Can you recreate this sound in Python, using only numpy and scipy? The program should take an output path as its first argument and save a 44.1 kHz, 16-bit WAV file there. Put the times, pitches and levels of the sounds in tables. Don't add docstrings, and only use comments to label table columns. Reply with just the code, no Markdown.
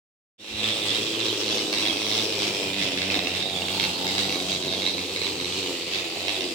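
import sys
import numpy as np
from scipy import signal
from scipy.fft import rfft, irfft
from scipy.io import wavfile
from scipy.ndimage import uniform_filter1d

SR = 44100
rng = np.random.default_rng(int(sys.argv[2]) if len(sys.argv) > 2 else 0)


def wav_out(sig):
    wavfile.write(sys.argv[1], SR, np.round(np.clip(np.atleast_2d(sig).T, -1, 1) * 32767).astype(np.int16))


N = 288414
T = np.arange(N) / SR
ROOM_T60_S = 0.27


def from_db(db):
    return 10 ** (np.asarray(db) / 20)


def unit_rms(x):
    return x / np.sqrt(np.mean(x ** 2) + 1e-20)


def automation(rows):
    times, *columns = np.transpose(rows)
    return [np.interp(T, times, column) for column in columns]


def centred(db):
    return db - np.median(db)


def eq_curve(points, hz):
    point_hz, values = np.transpose(points)
    return np.interp(np.log(hz + 1), np.log(point_hz), values)


def drift(per_s):
    return unit_rms(np.interp(T * per_s, np.arange(4096), rng.standard_normal(4096)))


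def bumps(times, width_s):
    return sum(np.exp(-((T - s) / width_s) ** 2) for s in times)


def clicks(times, sizes):
    at = np.round(np.asarray(times) * SR).astype(int)
    inside = (at >= 0) & (at < N)
    return np.bincount(at[inside], np.asarray(sizes)[inside], N)


def knocks(beats, lag_s, jitter_s, spread_db):
    late, force = rng.standard_normal((2, 1024))[:, :len(beats)]
    return clicks(beats + lag_s + jitter_s * late, from_db(spread_db * force))


def ticks(per_s, db):
    return (rng.random(N) < per_s / SR) * rng.standard_normal(N) * from_db(db)


def filtered(x, order, hz, kind):
    return signal.sosfilt(signal.butter(order, hz, kind, fs=SR, output="sos"), x)


def levelled(x, window=3500):
    power = uniform_filter1d(x.mean(0) ** 2, window)
    return x / np.sqrt(np.maximum(power, 0) + 1e-12)


def ride_band(x, band_hz, db):
    band = signal.sosfiltfilt(signal.butter(2, band_hz, "band", fs=SR, output="sos"), x)
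    return x + (from_db(centred(db)) - 1) * band


def resonance(x, hz, width_hz):
    carrier = np.exp(2j * np.pi * np.cumsum(np.broadcast_to(hz, N)) / SR)
    pole = np.exp(-np.pi * width_hz / SR)
    return 2 * np.real(carrier * signal.lfilter([1 - pole], [1, -pole], x / carrier))


# frequency in Hz, left over right in dB.
STEREO_BALANCE = [(100, -1.5), (190, -5), (330, 2.5), (700, -1.5), (1600, -1), (2600, -3.5), (3800, -10.5),
                  (4600, 1.5), (5500, 9.5), (7800, 9.5), (10000, 7.5), (12700, -9.5), (16000, -1)]
# frequency in Hz, likeness of the two sides (1 is mono).
STEREO_LIKENESS = [(100, 0.99), (300, 1), (600, 0.89), (1200, 0.15), (3000, 0.24), (6000, 0.048),
                   (12000, 0.086)]


def body_response(colour, t60, room_db, modes=(), modes_db=0, size=16384):
    t, hz = np.arange(size) / SR, np.fft.rfftfreq(size, 1 / SR)
    body = unit_rms(from_db(-60 * t / t60))
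    room = unit_rms(from_db(-60 * t / ROOM_T60_S) * (t > .006))
    mid, side = rfft(rng.standard_normal((2, size)) * np.hypot(body, from_db(room_db) * room))
    if len(modes):
        rings = 0
        for mode_hz, db, ring_s in modes:
            detune = rng.normal(1, .035)
            tone = np.sin(2 * np.pi * mode_hz * detune * t) * rng.choice([-1, 1])
            rings = rings + from_db(db - 60 * t / ring_s) * tone
        mid = mid + from_db(modes_db) * rfft(unit_rms(rings))
    sides = np.array([[1], [-1]])
    alike = np.clip(eq_curve(STEREO_LIKENESS, hz), 0, 1)
    pan = from_db(sides * eq_curve(STEREO_BALANCE, hz) / 2)
    gain = from_db(eq_curve(colour, hz)) * pan / np.hypot(*pan)
    cepstrum = irfft(np.log(gain)) * (1 + np.sign(t)) * (t < t[size // 2])
    stereo = np.sqrt(1 + alike) * mid + np.sqrt(1 - alike) * side * sides
    out = irfft(stereo * np.exp(rfft(cepstrum)))
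    return out / np.sqrt(np.sum(out ** 2) / 2)


def moving_body(drive, colour, stretches, **body):
    out, step = np.zeros((2, 2 * N)), N // stretches + 1
    for centre in range(0, N + step, step):
        at = np.arange(max(centre - step, 0), min(centre + step, N))
        faded = drive[at] * np.cos(np.pi / 2 * (at - centre) / step)
        part = signal.fftconvolve(faded[None], body_response(colour, **body), axes=1)
        out[:, at[0]:at[0] + part.shape[1]] += part
    return out[:, :N]


# start in seconds, fastest swing in seconds,
# top speed in turns per second, then chatter, hum and hum octave faders in dB.
LEG_KICKS = [(0.46, 0.66, 109, -26.5, -45.5, -43), (0.777, 0.942, 107.6, -26, -45, -48),
             (1.084, 1.263, 114, -27, -45, -47.5), (1.389, 1.531, 103.6, -27, -47.5, -44),
             (1.664, 1.836, 103.3, -28, -50.5, -51), (1.988, 2.168, 109, -25, -50, -43),
             (2.28, 2.446, 103, -27, -51, -47.5), (2.611, 2.831, 96.5, -26.5, -46.5, -42.5),
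             (2.924, 3.138, 94.6, -28, -44, -44), (3.27, 3.414, 96, -27.5, -49, -45.5),
             (3.473, 3.835, 95, -27, -46, -42.5), (3.972, 4.2, 96, -27, -46, -43.5),
             (4.373, 4.51, 92.5, -29, -46.5, -42.5), (4.625, 4.864, 98, -29, -49, -45.5),
             (5.08, 5.251, 97.5, -29.5, -48, -51.5), (5.387, 5.595, 94.5, -29, -48.5, -49.5),
             (5.799, 5.957, 89.4, -29, -55.5, -55.5), (6.138, 6.315, 93.6, -29, -51.5, -55.5)]


def spring_motor():
    start, fastest, *columns = np.transpose(LEG_KICKS)
    top_speed, top_db, hum_db, octave_db = (np.interp(T, fastest, column) for column in columns)
    end_s = start[-1] + .39
    corners = np.append(np.column_stack([start, fastest]), end_s)
    load = np.interp(T, corners, 1 - np.arange(len(corners)) % 2)
    speed = top_speed - load * (2.5 + T)
    chatter_db = top_db - (1.8 + .28 * T) * load - 2 * (1 - bumps(fastest, width_s=.035))
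    stall = bumps(np.append(start, end_s), width_s=.035)
    dip_db = -10.5 * stall
    return speed, load, stall, chatter_db, hum_db + dip_db, octave_db + dip_db


def governor_beats(speed):
    turns = np.cumsum(speed * (1 + .008 * drift(20))) / SR
    clack_s = np.array(HARD_CLACKS)[:, 0]
    slip = np.unwrap(np.interp(clack_s, T, turns) % 1, period=1)
    turns = turns - np.interp(T, clack_s, slip)
    return np.interp(np.arange(1, int(turns[-1])), turns, T)


# time in seconds, then deck plate, shell and gear rides in unscaled dB.
PART_RIDES = [(0.62, -3, -0.5, -11), (1.08, -4, -3, -9), (1.24, -4.5, -3.5, -10), (1.58, -4.5, -1.5, -5.5),
              (2.22, -5, -3.5, -7), (2.38, -4, -4.5, -6), (2.63, -4, -5, -10), (2.97, -3, -3, -7.5),
              (3.55, -3.5, 2.5, -10), (3.74, -5.5, -5, -12), (4.29, -6, -2.5, -8.5), (4.45, -5, -6.5, -9),
              (4.88, -4.5, 0, -8), (5.04, -4, -5, -8.5), (5.53, -4, -3.5, -8), (5.93, -2.5, -4, -9),
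              (6.15, -3, -3, -11), (6.52, -4, -6.5, -9)]
# time in seconds, pitch in Hz.
SHELL_PITCH = [(.6, 3670), (1.5, 3200), (1.8, 3620), (2.15, 3361), (2.85, 3400), (3.15, 3480), (3.4, 3750),
               (3.56, 3500), (3.75, 3300), (4.1, 4060), (4.9, 3690), (5.25, 3984), (5.6, 3670), (6.5, 3560)]
# time in seconds, deck plate pitch in Hz, its level in dB, gear cage in Hz.
PLATE_AND_CAGE = [(0.4, 2660, -31, 5330), (1.8, 2650, -1, 5630), (2.5, 2350, 3, 5240),
                  (3.1, 2620, -5, 5367), (3.7, 2783, -1.5, 4460), (4.3, 2710, -8, 4420),
                  (5.3, 2609, -19, 4270), (6.54, 2545, -20, 4903)]
# time in seconds, level in dB.
LOWEST_TIN_LEVEL = [(2.3, -29), (2.75, 6), (3.15, -5.5), (3.5, -3), (3.85, -6), (4.25, 11), (4.7, -28),
                    (5.9, -10), (6.4, -4)]


def circling(x):
    plate_ride, shell_ride, gear_ride = map(centred, automation(PART_RIDES))
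    plate_hz, plate_db, cage_hz = automation(PLATE_AND_CAGE)
    shell_hz = automation(SHELL_PITCH)[0] * (1 + .059 * drift(16))
    plate_hz, cage_hz = (hz * (1 + .012 * drift(16)) for hz in (plate_hz, cage_hz))
    flicker_db = 5
    shell_db = -4.5 + 1.3 * shell_ride + flicker_db * drift(15)
    shell = from_db(shell_db) * resonance(x, shell_hz, width_hz=320)
    plate = from_db(plate_db + flicker_db * drift(7.1)) * resonance(x, plate_hz, width_hz=90)
    cage = from_db(-4 + flicker_db * drift(20)) * resonance(x, cage_hz, width_hz=320)
    low = from_db(automation(LOWEST_TIN_LEVEL)[0]) * resonance(x, hz=2024, width_hz=100)
    x = ride_band(x + shell + plate + cage + low, band_hz=(1750, 2820), db=2.9 * plate_ride)
    x = ride_band(x, band_hz=(3520, 3770), db=.66 * shell_ride)
    return ride_band(x, band_hz=(4470, 6400), db=1.15 * gear_ride)


# frequency in Hz, level in dB.
TIN_EQ = [(500, -13), (900, -11.5), (1200, -12), (1600, -14.5), (2050, -9.5), (2600, -1.5), (3200, -3),
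          (3800, -3), (4500, -5), (5500, -9.5), (6300, -15.5), (7800, -17), (11000, -31.5), (13500, -32.5),
          (16000, -28.5)]
# pitch in Hz, relative level in dB, seconds to fall 60 dB.
TIN_MODES = [(2160, -7.5, 0.024), (2707, -0.5, 0.018), (3210, 6, 0.083), (3525, 3, 0.19),
             (3910, 7.5, 0.089)]


def tin_chatter(beats, chatter_db, parts=4):
    shake = from_db(1.6 * drift(60))
    rattle = 0
    for k in range(parts):
        swing = np.sin(np.pi * (k + .5) / parts)
        hits = knocks(beats, lag_s=(k - 1) * .0011, jitter_s=.00035, spread_db=2) * shake * swing
        teeth = ticks(per_s=160, db=-13)
        rattle = rattle + moving_body(hits + teeth, TIN_EQ, stretches=16, t60=.012, room_db=1.9,
                                      modes=TIN_MODES, modes_db=-11.5)
    rattle = filtered(levelled(rattle), order=1, hz=8000, kind="low")
    rub = moving_body(rng.standard_normal(N), TIN_EQ, stretches=30, t60=.013, room_db=-1)
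    rub = from_db(6) * filtered(rub, order=3, hz=7000, kind="high")
    chatter = levelled(circling(rattle + rub), window=2200)
    chatter = ride_band(chatter, band_hz=(3330, 3700), db=.28 * chatter_db)
    chatter = ride_band(chatter, band_hz=(5700, 15500), db=-.42 * chatter_db)
    return from_db(chatter_db + .5 * drift(25)) * chatter


# time in seconds, wheel fader in dB,
# then boom, drone and clatter rides in unscaled dB.
FLOOR_RIDES = [(0.62, -38, -10, -11, -6.5), (1.02, -34.5, 3, 2.5, -2), (1.27, -32.5, -18, 0.5, -4),
               (1.73, -34.5, -21, -3.5, -8), (2.07, -35.5, -21, -4.5, -17),
               (2.26, -32.5, -27.5, -1.5, -16.5), (2.63, -34, 9, -4.5, -13), (3.18, -35, 0, -22, -5.5),
               (3.34, -37, 0, -11, -6.5), (3.75, -35, -6, -15, -7), (4.15, -36, 7, -3, -2),
               (4.35, -32, -2, -27, -10), (4.51, -37, 6, -11, -2.5), (4.67, -36, -13, -2.5, -10.5),
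               (5.49, -36.5, 0, -3.5, -14), (5.65, -36, -19, -4, -9), (5.9, -38.5, -10, -6, -11),
               (6.36, -35.5, -19, 1, 0.5), (6.52, -35, -15, 0, -10)]
# time in seconds, drone in Hz, clatter in Hz.
FLOOR_PITCHES = [(.7, 335, 570), (1.3, 348, 570), (1.8, 318, 586), (2.3, 415, 650), (2.7, 397, 666),
                 (3.15, 340, 690), (3.8, 321.1, 879.2), (4.2, 325, 810), (4.7, 349.6, 620),
                 (5.4, 378, 523.3), (5.9, 400, 680.5), (6.35, 355, 699.7)]


def floorboards(x):
    _, boom_ride, drone_ride, clatter_ride = automation(FLOOR_RIDES)
    drone_hz, clatter_hz = automation(FLOOR_PITCHES)
    drone = from_db(-7 + 5.1 * centred(drone_ride)) * resonance(x, drone_hz, width_hz=270)
    clatter = from_db(-4 + 2.9 * centred(clatter_ride)) * resonance(x, clatter_hz, width_hz=190)
    x = ride_band(x + drone + clatter, band_hz=(69, 230), db=.39 * boom_ride)
    return x - .47 * resonance(x, 1.24 * clatter_hz, width_hz=250)


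# frequency in Hz, level in dB.
CHASSIS_EQ = [(30, -90), (75, -61), (112, -7.5), (150, -3), (185, -8.5), (240, -7), (315, -2.5),
              (410, -3.5), (560, -9.5), (750, -9.5), (950, -16), (1200, -20.5), (2000, -36)]
# pitch in Hz, relative level in dB, seconds to fall 60 dB.
LOW_RINGS = [(303.7, 7.5, 0.1), (355, 9.5, 0.27), (427, 15.5, 0.094), (542, 8.5, 0.11), (705, 25, 0.077)]


def wheel_drumming(beats, speed, stall):
    drum = 0
    for _ in range(2):
        hits = knocks(beats, lag_s=0, jitter_s=.00047, spread_db=2.8)
        rolling = ticks(per_s=200, db=-11.5)
        drum = drum + moving_body(hits + rolling, CHASSIS_EQ, stretches=20, t60=.014, room_db=-2.5,
                                  modes=LOW_RINGS, modes_db=-32)
    drum = filtered(drum, order=3, hz=135, kind="high")
    drum = levelled(floorboards(drum))
    drum = ride_band(drum, band_hz=(140, 263), db=2.5 * stall)
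    return drum - .8 * resonance(drum, 2 * speed, width_hz=45)


# time in seconds, change of wheel level in dB.
LURCH_ACCENTS = [(1.05, 2), (1.35, -1), (1.58, 1.5), (2.41, 1), (2.818, 1), (3.17, 3), (3.278, 4),
                 (4.071, 2), (4.67, 2), (4.98, 2.5), (5.35, 2.5), (5.7, 3.5), (6.431, 4)]


def wheel_fader():
    lurch_db = sum(db * bumps([s], width_s=.036) for s, db in LURCH_ACCENTS)
    return from_db(automation(FLOOR_RIDES)[0] + lurch_db + drift(25) + .46)


def governor_hum(speed, hum_db, octave_db):
    phase = 2 * np.pi * np.cumsum(speed) / SR + .25 * drift(40)
    octave = from_db(octave_db + 1.6 + drift(43)) * np.sin(2 * phase + .2 * drift(40))
    fundamental = from_db(hum_db + 1.4 * drift(50)) * np.sin(phase)
    return np.sqrt(2) * (fundamental + octave)


# time in seconds, level in dB.
SINGING_LEVEL = [(.6, -51), (.9, -45), (1.2, -57), (1.6, -48), (1.9, -58), (3, -57), (3.2, -41), (3.4, -56),
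                 (4.05, -52.5), (4.3, -41), (4.5, -48), (5, -46.5), (5.5, -48), (5.7, -39.5), (5.85, -48),
                 (6.03, -44), (6.15, -55), (6.5, -53)]


def singing_ring():
    ring = resonance(rng.standard_normal((1, N)), hz=500, width_hz=6)
    return from_db(automation(SINGING_LEVEL)[0]) * levelled(ring)


# start in seconds, level in dB.
FLOOR_THUDS = [(0.5, -38), (0.95, -57)]


def floor_thuds(attack_s=.023, t60=.5):
    envelope = from_db(-98)
    for start, db in FLOOR_THUDS:
        age = np.maximum(T - start, 0)
        envelope = envelope + from_db(db - 60 * age / t60) * np.minimum(age / attack_s, 1)
    rumble = filtered(rng.standard_normal(N), order=2, hz=(50, 85), kind="band")
    return envelope * unit_rms(rumble)


# start in seconds, knock fader in dB,
# number of contacts, ring pitch in Hz, ring fader in dB.
HARD_CLACKS = [(0.613, -26, 1, 3700, -23), (0.6414, -19.5, 3, 3620, -8.5), (0.6867, -16.5, 3, 3670, -15),
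               (0.7231, -34, 2, 3560, -12.5), (0.8172, -28, 2, 3570, -11.5), (0.883, -18, 2, 3510, -12),
               (0.9043, -17, 3, 3470, -16), (0.9472, -18, 3, 3820, -13.5), (1.2023, -19, 2, 3580, -13),
               (1.2293, -33, 2, 3580, -15), (1.255, -23, 1, 3800, -14), (1.2826, -21, 3, 3780, -15),
               (1.4328, -18, 2, 3750, -23), (1.4799, -16, 2, 3860, -14), (1.5815, -16, 2, 3740, -15),
               (1.7276, -12, 4, 4440, -32), (1.7731, -19, 1, 3790, -8.5), (1.7956, -17.5, 3, 3860, -17),
               (1.8527, -14.5, 2, 3296, -13), (1.872, -15.5, 2, 3720, -9.5), (1.8965, -20, 3, 3280, -11.5),
               (1.9697, -22, 2, 4530, -19), (2.0178, -17, 1, 3280, -22), (2.066, -17, 1, 3570, -23),
               (2.114, -14.5, 4, 3444, -17), (2.1867, -19, 2, 3480, -12.5), (2.3237, -16, 1, 3940, -19),
               (2.4202, -14, 2, 3050, -21), (2.8142, -16.5, 3, 3940, -25.5), (2.8541, -27, 1, 2600, -13),
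               (2.9745, -16, 2, 2630, -16), (3.0176, -15, 3, 2100, -19), (3.1005, -18, 1, 2620, -9.5),
               (3.1424, -14.5, 3, 3560, -12), (3.191, -15, 1, 3200, -18), (3.2577, -24, 1, 2600, -14),
               (3.2704, -15.5, 1, 2700, -10), (3.3495, -17, 1, 3660, -18), (3.4117, -32, 1, 3700, -22),
               (3.425, -15.5, 1, 3550, -17), (3.497, -22, 1, 3330, -18), (3.553, -30, 1, 3380, -12),
               (3.562, -20, 1, 3400, -14), (3.6188, -20, 1, 2770, -12), (3.6837, -16.5, 1, 2720, -19),
               (3.727, -28, 2, 3270, -21), (3.7979, -14, 2, 3170, -14), (3.829, -17, 1, 4100, -21),
               (3.8389, -14, 2, 2650, -20), (3.9683, -29, 1, 4500, -16), (4.0671, -15, 4, 3670, -31),
               (4.1809, -12, 2, 4050, -21), (4.232, -18, 3, 3922, -20), (4.2935, -17.5, 2, 2744, -14),
               (4.3244, -14.5, 1, 3802, -21), (4.345, -17.5, 2, 3880, -20), (4.4012, -19.5, 1, 3693, -16),
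               (4.517, -19, 2, 3862, -12), (4.549, -20, 2, 4005, -18), (4.6248, -20, 2, 3814, -19),
               (4.648, -20, 1, 3677, -15), (4.679, -21, 3, 3867, -13), (4.725, -16, 3, 3720, -13),
               (4.8196, -16.5, 3, 3860, -19), (4.8634, -15, 4, 3897, -8), (4.9808, -16.5, 2, 4003, -34),
               (5.037, -24, 2, 3900, -28), (5.161, -16, 2, 3900, -16), (5.2159, -16, 1, 4100, -12),
               (5.244, -23, 2, 3970, -12.5), (5.2669, -15, 1, 3480, -12), (5.4, -18.5, 1, 3900, -16),
               (5.4445, -20, 2, 4130, -19), (5.523, -24, 1, 3440, -16), (5.628, -20, 1, 3730, -17),
               (5.935, -16.5, 3, 2654, -22), (5.986, -20, 1, 3300, -23), (6.282, -12.5, 2, 3760, -16),
               (6.3429, -28, 1, 3737, -13), (6.4078, -18, 4, 2860, -17)]


def clack_cues(beats, speed, load, bounce_loss_db=1.8, soft_chance=.26, soft_db=-37):
    hard = []
    for start, knock_db, contacts, hz, ring_db in HARD_CLACKS:
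        turns_per_s = np.interp(start, T, speed)
        for k in range(contacts):
            loss_db = k * bounce_loss_db
            hard.append((start + k / turns_per_s, knock_db - loss_db, hz, ring_db - loss_db))
    chance, part = rng.random((2, 1024))[:, :len(beats)]
    struck = chance < soft_chance * (1 - np.interp(beats, T, load))
    soft = [(s, soft_db, hz, soft_db - 7) for s, hz in zip(beats[struck], 2400 + 1600 * part[struck])]
    return np.array(sorted(hard + soft))


def clack_ducking(clacks, depth_db=-2):
    marks = clicks(clacks[:, 0] + .002, np.ones(len(clacks)))
    gate = np.clip(uniform_filter1d(marks, size=500) * 500, 0, 1)
    return from_db(depth_db * uniform_filter1d(gate, size=150))


def in_room(train, room_db, size=12000):
    t = np.arange(size) / SR
    tail = rng.standard_normal((2, size)) * from_db(-60 * t / ROOM_T60_S) * (t > .006)
    wet = signal.fftconvolve(train[None], unit_rms(tail) / np.sqrt(size), axes=1)[:, :N]
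    return train + from_db(room_db) * wet


# frequency in Hz, level in dB.
LINKAGE_EQ = [(60, -51), (300, -2.5), (800, -2), (1500, -5), (2100, 7.5), (3200, 6), (3850, 13),
              (4600, 5.5), (5800, 2), (6800, -8.5), (9000, -13.5), (15000, -26.5)]


def leg_linkage(clacks):
    times, knock_db, hz, ring_db = clacks.T
    touches = clicks(times - .0012, from_db(knock_db - 7))
    blows = clicks(times + .00065, from_db(knock_db))
    knock = moving_body(touches + blows, LINKAGE_EQ, stretches=24, t60=.013, room_db=-3)
    ring_hz = hz[np.maximum(np.searchsorted(times, T) - 1, 0)]
    ping = in_room(clicks(times + .001196, from_db(ring_db)), room_db=-3.5)
    for width_hz in (600, 135):
        ping = resonance(ping, ring_hz, width_hz)
    pan_right = from_db([[-7], [0]])
    return from_db(15.5) * knock + from_db(32) * ping * pan_right


def scene():
    speed, load, stall, chatter_db, hum_db, octave_db = spring_motor()
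    wheel_gain = wheel_fader()
    beats = governor_beats(speed)
    clacks = clack_cues(beats, speed, load)
    chatter = tin_chatter(beats, chatter_db) * clack_ducking(clacks)
    tin = (chatter + leg_linkage(clacks)) * from_db([[.085], [-.085]])
    wheels = wheel_gain * wheel_drumming(beats, speed, stall)
    return tin + wheels + governor_hum(speed, hum_db, octave_db) + singing_ring() + floor_thuds()


def record(dry):
    silence_s, fade_s, top_hz = .38, .24, 15850
    gate = np.clip((T - silence_s) / .03, 0, 1)
    fade = from_db(-17.5 * np.clip(1 - (T - silence_s) / fade_s, 0, 1))
    thinned = filtered(dry * gate * fade, order=3, hz=48, kind="high")
    return signal.sosfilt(signal.ellip(12, .1, 90, top_hz, fs=SR, output="sos"), thinned)


dry = scene()
out = record(dry)
wav_out(out)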